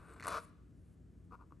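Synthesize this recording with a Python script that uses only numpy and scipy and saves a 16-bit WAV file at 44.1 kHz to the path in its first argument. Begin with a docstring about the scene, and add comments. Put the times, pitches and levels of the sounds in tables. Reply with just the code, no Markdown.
"""A quiet room, where a pointed steel nib writes on a paper pad close to the microphone.
A light hairline leads into a pressed stroke: the tines snag on fibres, then scrape,
and the pad resounds under them. After a pause come a faint skim, two soft wet strokes
and a tap, over a low room rumble and hum."""
import sys
import numpy as np
from scipy import signal
from scipy.fft import rfft, irfft
from scipy.io import wavfile
from scipy.ndimage import uniform_filter1d

SR = 44100
rng = np.random.default_rng(int(sys.argv[2]) if len(sys.argv) > 2 else 0)


def transcribe(signal):
    """Save signal, clipped to [-1, 1], as a 16-bit WAV file at the path in sys.argv[1]."""
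    frames = np.atleast_2d(signal).T
    limited = np.clip(frames, -1, 1)
    pcm = np.round(limited * 32767).astype(np.int16)
    wavfile.write(sys.argv[1], SR, pcm)


N = 70560
T = np.arange(N) / SR


# Fibre catches (time [s], knock [dB], snap [dB], tick [dB])
CATCHES = [(0.1362, -51, -58, -43), (.164, -38, -48, -58), (0.1982, -61, -30, -44.5),
           (.206, -33.5, -30, -39.5), (0.2144, -64.5, -33.5, -51), (0.225, -32.5, -26.5, -48),
           (0.227, -59.5, -35, -51), (0.231, -49, -29.5, -48), (0.2353, -47, -40, -47),
           (0.239, -35, -29.5, -34), (0.246, -28, -47, -36.5), (0.248, -44, -25.5, -34),
           (0.255, -25.5, -35, -41), (0.2576, -20, -32, -33.5), (0.2693, -16, -58, -21),
           (0.2796, -12.5, -39, -18.5), (0.2839, -18, -25, -20), (0.293, -18, -33, -33.5),
           (0.3051, -27, -41, -27.5), (0.3464, -21, -48, -43), (0.351, -17.5, -42, -53),
           (0.3621, -30, -45, -63), (.382, -18, -37, -51)]
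# Pad knock, tine snap, tip tick spectra (frequency [Hz], gain [dB])
KNOCK_EQ = [(100, -11.5), (300, -12), (500, -6.5), (660, 0), (790, -9), (1000, 1), (1250, 2), (1480, 1),
            (1900, -17), (3000, -28.5), (12000, -51)]
SNAP_EQ = [(300, -24.5), (900, -17), (1400, -8.5), (1850, -0.5), (2400, -7), (3100, -20), (4300, -12.5),
           (5300, -25), (6300, -19), (7500, -21.5), (12000, -38.5)]
TICK_EQ = [(1000, -11), (2700, -3), (3200, -5), (4000, -5.5), (6500, -7), (8200, -1.5), (9500, 2),
           (11200, -0.5), (12500, -28), (14000, -27)]
# Steel tine mode (frequency [Hz], level [dB], T60 [s])
TINE_RING = [(4230, -39.5, 0.054)]

def snags(chatter_s=0.0021, tear_s=0.0022):
    """Each catch knocks the pad, twangs the tines and tears fibres at the tip."""
    times, knock_db, snap_db, tick_db = np.transpose(CATCHES)
    knock = colour(clicks(times, knock_db), KNOCK_EQ)
    snap = colour(bursts(times, snap_db, chatter_s), SNAP_EQ)
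    tick = colour(bursts(times, tick_db, tear_s), TICK_EQ)
    return knock + ring(snap, TINE_RING) + tick


# Downstroke envelope (time [s], level [dB])
DOWNSTROKE = [(.225, -79), (.24, -56), (.262, -54.5), (.28, -47.5), (.3, -43.5), (.322, -40), (.365, -42),
              (.38, -41.5), (.387, -47), (.405, -55.5)]
# Scrape spectrum (frequency [Hz], gain [dB])
SCRAPE_EQ = [(100, -30.5), (330, -21), (470, -12), (560, -13.5), (660, -6.5), (790, -23), (960, -7),
             (1190, -3), (1450, -7), (1650, -14), (2000, -23.5), (2400, -17.5), (2800, -27), (3150, -21),
             (3500, -23.5), (5700, -27), (6900, -32.5), (8000, -32.5), (9000, -32.5), (10000, -22),
             (11400, -31), (12400, -48), (13500, -73)]

def pressed_stroke():
    """Under pressure, dense slips merge into a scrape."""
    envelope = amp(np.interp(T, *np.transpose(DOWNSTROKE), left=-120, right=-120))
    return colour(envelope * slips(per_s=1600, spread_db=2.5, rub=0.67), SCRAPE_EQ)


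# Light contacts (start [s], length [s], level [dB])
HAIRLINE_SPANS = [(-.03, .11, -63), (.078, 0.074, -59.5), (.155, 0.0378, -60.5)]
SKIM_SPANS = [(.08, 0.067, -75), (.385, 0.068, -64), (.447, 0.051, -73.5), (.755, 0.081, -85),
              (.84, .11, -81.5), (1.24, .014, -82)]
# Their spectra (frequency [Hz], gain [dB])
HAIRLINE_EQ = [(150, -2), (400, 0.5), (780, -8), (1080, -1.5), (1500, -1), (1900, -12.5), (2600, -12.5),
               (3200, -20), (4000, -21.5), (6000, -32.5), (8500, -21.5), (11400, -24), (13000, -54)]
SKIM_EQ = [(700, -19), (1500, 0), (3000, -4.5), (6000, -12.5), (7200, -4), (8500, -6.5), (9800, 10),
           (11300, -6.5), (12800, -17)]

def light_strokes():
    """Hairlines crackle finely; a skimming tip only hisses."""
    crackle = gate(HAIRLINE_SPANS) * slips(per_s=830, spread_db=2, rub=1.0)
    hiss = gate(SKIM_SPANS) * rng.standard_normal(N)
    return colour(crackle, HAIRLINE_EQ) + colour(hiss, SKIM_EQ)


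# Wet strokes (start [s], length [s], level [dB])
WET_SPANS = [(1.304, 0.053, -64), (1.319, 0.035, -55.5), (1.389, .045, -67), (1.402, 0.021, -70)]
# Nib bumps (time [s], level [dB])
WET_TAPS = [(1.3218, -37), (1.335, -35.5), (1.3495, -43), (1.391, -45), (1.4374, -43), (1.508, -44.5),
            (1.5225, -32)]
# Wet contact spectrum (frequency [Hz], gain [dB])
WET_EQ = [(150, -5), (470, -4.5), (600, -16.5), (800, -9.5), (980, 1.5), (1150, 4.5), (1430, -7),
          (1720, -21.5), (2000, -28.5), (2350, -22.5), (2700, -21.5), (3000, -37), (4500, -33.5),
          (7000, -43), (11500, -36.5), (13000, -64)]

def wet_strokes():
    """Ink softens the contact: dull judder and taps."""
    judder = gate(WET_SPANS) * slips(per_s=700, spread_db=3.0, rub=0.39)
    taps = clicks(*np.transpose(WET_TAPS))
    return colour(judder + taps, WET_EQ)


# Hiss glide (time [s], centre [Hz], level [dB])
HISS_GLIDE = [(0, 9600, -82), (.05, 9140, -83), (0.091, 8470, -75.5), (.135, 8170, -76.5),
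              (0.171, 7980, -78.5), (.19, 7500, -100)]

def nib_hiss(width_hz=700):
    """A thin band of hiss sinks as the nib turns in the opening hairline."""
    times, centre_hz, db = np.transpose(HISS_GLIDE)
    envelope = amp(np.interp(T, times, db, right=-140))
    phase = 2 * np.pi * np.cumsum(np.interp(T, times, centre_hz)) / SR
    return envelope * lowpass_noise(N, width_hz) * np.sqrt(2) * np.cos(phase)


# Pad modes (frequency [Hz], level [dB], T60 [s])
PAD_RING = [(457.4, -46, 0.067), (640, -56, 0.0555), (717, -47.5, 0.028), (1129.4, -46.5, 0.049),
            (1234, -50, 0.044), (1402, -49, .05)]

def pad(nib, notch_hz=3185, width_hz=280):
    """The pad resounds under the nib; their tone has one narrow hollow."""
    notch = signal.iirnotch(notch_hz, notch_hz / width_hz, SR)
    return signal.lfilter(*notch, ring(nib, PAD_RING))


# Hand loads (start [s], length [s], level [dB])
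HAND_SPANS = [(.19, 0.04, -59), (.24, 0.13, -56.5)]
# Pad shift spectrum (frequency [Hz], gain [dB])
HAND_EQ = [(24, -43.5), (42, -1.5), (60, -3.5), (110, -5.5), (200, -8), (300, -7), (450, -12), (900, -52.5),
           (3000, -91.5)]

def hand():
    """The weight of the downstroke shifts the pad on the desk."""
    return colour(gate(HAND_SPANS) * rng.standard_normal(N), HAND_EQ)


# Room decay (frequency [Hz], T60 [s])
ROOM_DECAY = [(200, 1), (600, 0.61), (1300, 0.55), (3000, 0.83), (6000, 0.5), (12000, 0.31)]

def room(x, near_db, near_t60_s, tail_db, onset_s):
    """Quick scatter off desk and hand, then a diffuse tail whose top treble dies first."""
    t = T[:SR]
    mid, side = rng.standard_normal((2, SR))
    noise = np.array([mid + .5 * side, mid - .5 * side])
    onset = np.clip(t / onset_s, 0, 1)
    near = onset * noise[::-1] * amp(-60 * t / near_t60_s)
    hz, frame_s, spectra = signal.stft(noise, SR, nperseg=256)
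    decay = amp(-60 * frame_s / lookup(ROOM_DECAY, hz)[:, None])
    tail = onset * signal.istft(spectra * decay, SR, nperseg=256)[1][:, :SR]
    echo = amp(near_db) * near / np.linalg.norm(near[0])
    echo += amp(tail_db) * tail / np.linalg.norm(tail[0])
    return x + signal.fftconvolve(x[None], echo, axes=1)[:, :N]


# Rumble spectrum (frequency [Hz], gain [dB])
RUMBLE_EQ = [(22, -40), (33, -20), (45, 0), (70, 1), (110, -3), (200, -7.5), (300, -7.5), (420, -18.5),
             (600, -26), (950, -36), (1450, -34.5), (2200, -41), (4000, -48), (8000, -46), (11500, -47.5),
             (13000, -74)]
# Left-right likeness (frequency [Hz], correlation [0-1])
RUMBLE_CORRELATION = [(60, .985), (90, .97), (130, .7), (280, .8), (600, .6), (1300, .65), (2500, .97),
                      (9000, .97)]

def rumble(level_db=-60.5):
    """Low room noise, partly shared by both channels."""
    hz = np.fft.rfftfreq(N, 1 / SR)
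    left, independent = rfft(rng.standard_normal((2, N)))
    shared = lookup(RUMBLE_CORRELATION, hz)
    right = shared * left + np.sqrt(1 - shared ** 2) * independent
    spectra = np.array([left, right]) * amp(lookup(RUMBLE_EQ, hz))
    return amp(level_db) * unit(irfft(spectra, N))


# Hum tones (frequency [Hz], level [dB])
HUM_TONES = [(59, -66), (89.5, -66), (127, -72), (172, -69)]

def hum(waver=0.17, waver_hz=4):
    """Low tones waver in level and phase."""
    tones = 0
    for hz, db in HUM_TONES:
        swell, drift = waver * lowpass_noise((2, N), waver_hz)
        phase = 2 * np.pi * (hz * T + rng.random()) + drift
        tones += amp(db) * unit((1 + swell) * np.sin(phase))
    return tones


def slips(per_s, spread_db, rub, window_samples=500):
    """Nib friction: uneven fibre impulses on a smooth rub, at steady mean power."""
    hits = rng.random(N) < per_s / SR
    strength = amp(spread_db * np.minimum(rng.exponential(1, N), 4))
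    grains = hits * strength * rng.choice([-1, 1], N)
    friction = unit(grains) + rub * rng.standard_normal(N)
    power = uniform_filter1d(friction ** 2, window_samples)
    return friction / np.sqrt(abs(power) + 1e-6)


def gate(spans, rise_s=0.0055, fall_s=.007):
    """Each span rises, holds and lets go."""
    envelope = 0
    for start, length, db in spans:
        rise = np.clip((T - start) / rise_s, 0, 1)
        fall = np.clip((start + length - T) / fall_s + .5, 0, 1)
        envelope += amp(db) * rise * fall
    return envelope


def clicks(times, levels_db):
    """One impulse at each time."""
    return np.bincount(np.round(times * SR).astype(int), amp(levels_db), N)[:N]


def bursts(times, energy_db, decay_s):
    """One dying noise burst at each time."""
    pole = np.exp(-2 / (decay_s * SR))
    power = signal.lfilter([1 - pole], [1, -pole], clicks(times, energy_db) ** 2)
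    return np.sqrt(power) * rng.standard_normal(N)


def ring(x, modes):
    """Adds a body's decaying modes to x."""
    t = T[:N // 8]
    tail = sum(amp(db - 60 * t / t60) * np.cos(2 * np.pi * hz * t) for hz, db, t60 in modes)
    return x + signal.fftconvolve(x, tail)[:N]


def colour(x, eq, size=4096):
    """Minimum-phase filter of unit energy."""
    hz = abs(np.fft.fftfreq(size, 1 / SR))
    log_gain = np.log(amp(lookup(eq, hz)))
    response = np.exp(np.conj(signal.hilbert(log_gain)))
    impulse = np.fft.ifft(response).real[:size // 2]
    return signal.fftconvolve(x, impulse / np.linalg.norm(impulse))[:N]


def lowpass_noise(shape, width_hz):
    """Noise with a Gaussian roll-off, rms 1."""
    rolloff = np.exp(-(np.fft.rfftfreq(N, 1 / SR) / width_hz) ** 2)
    return unit(irfft(rfft(rng.standard_normal(shape)) * rolloff, N))


def lookup(table, hz):
    """Interpolates over log frequency."""
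    knots_hz, values = np.transpose(table)
    return np.interp(np.log(hz + 1), np.log(knots_hz + 1), values)


def amp(db):
    """Decibels to gain."""
    return 10 ** (np.asarray(db) / 20)


def unit(x):
    """Scales to rms 1."""
    return x / np.sqrt(np.mean(x ** 2) + 1e-20)


def scene():
    """The nib drives pad and room, over hand noise, rumble and hum."""
    nib = light_strokes() + nib_hiss() + pressed_stroke() + snags() + wet_strokes()
    pen = room(amp(-1.5) * pad(nib), near_db=-15, near_t60_s=0.076, tail_db=-18.5, onset_s=0.0046)
    return pen + hand() + rumble() + hum()


# Port balance (frequency [Hz], left minus right [dB])
MIC_BALANCE = [(60, 0), (140, 3.8), (210, 3.5), (350, -1), (470, -.5), (680, 4), (1100, 5), (1450, 4),
               (1800, 0), (4000, 0), (12000, 0)]
# Port phase (frequency [Hz], left lead [rad])
MIC_PHASE = [(20, 0), (110, .05), (190, .7), (290, .1), (480, -.45), (570, -.35), (800, .55), (1000, .35),
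             (1400, -.2), (1850, 0), (2250, 0), (2700, .25), (3100, .2), (3400, .55), (4100, .3),
             (5000, .35), (5900, 0), (7200, 0), (7800, .45), (8300, .3), (8750, -.3), (9150, -1.4),
             (10150, -3.14), (11800, -6.25)]

def record(dry):
    """Two band-limited microphone ports, apart in level and phase."""
    hz = np.fft.rfftfreq(2 * N, 1 / SR)
    left = amp(lookup(MIC_BALANCE, hz) / 2)
    right = np.exp(-1j * lookup(MIC_PHASE, hz)) / left
    stereo = irfft(rfft(dry, 2 * N) * np.array([left, right]))[:, :N]
    lowpass = signal.firwin(255, cutoff=13300, window=("kaiser", 8), fs=SR)
    return signal.oaconvolve(stereo, lowpass[None], "same")


dry = scene()
out = record(dry)
transcribe(out)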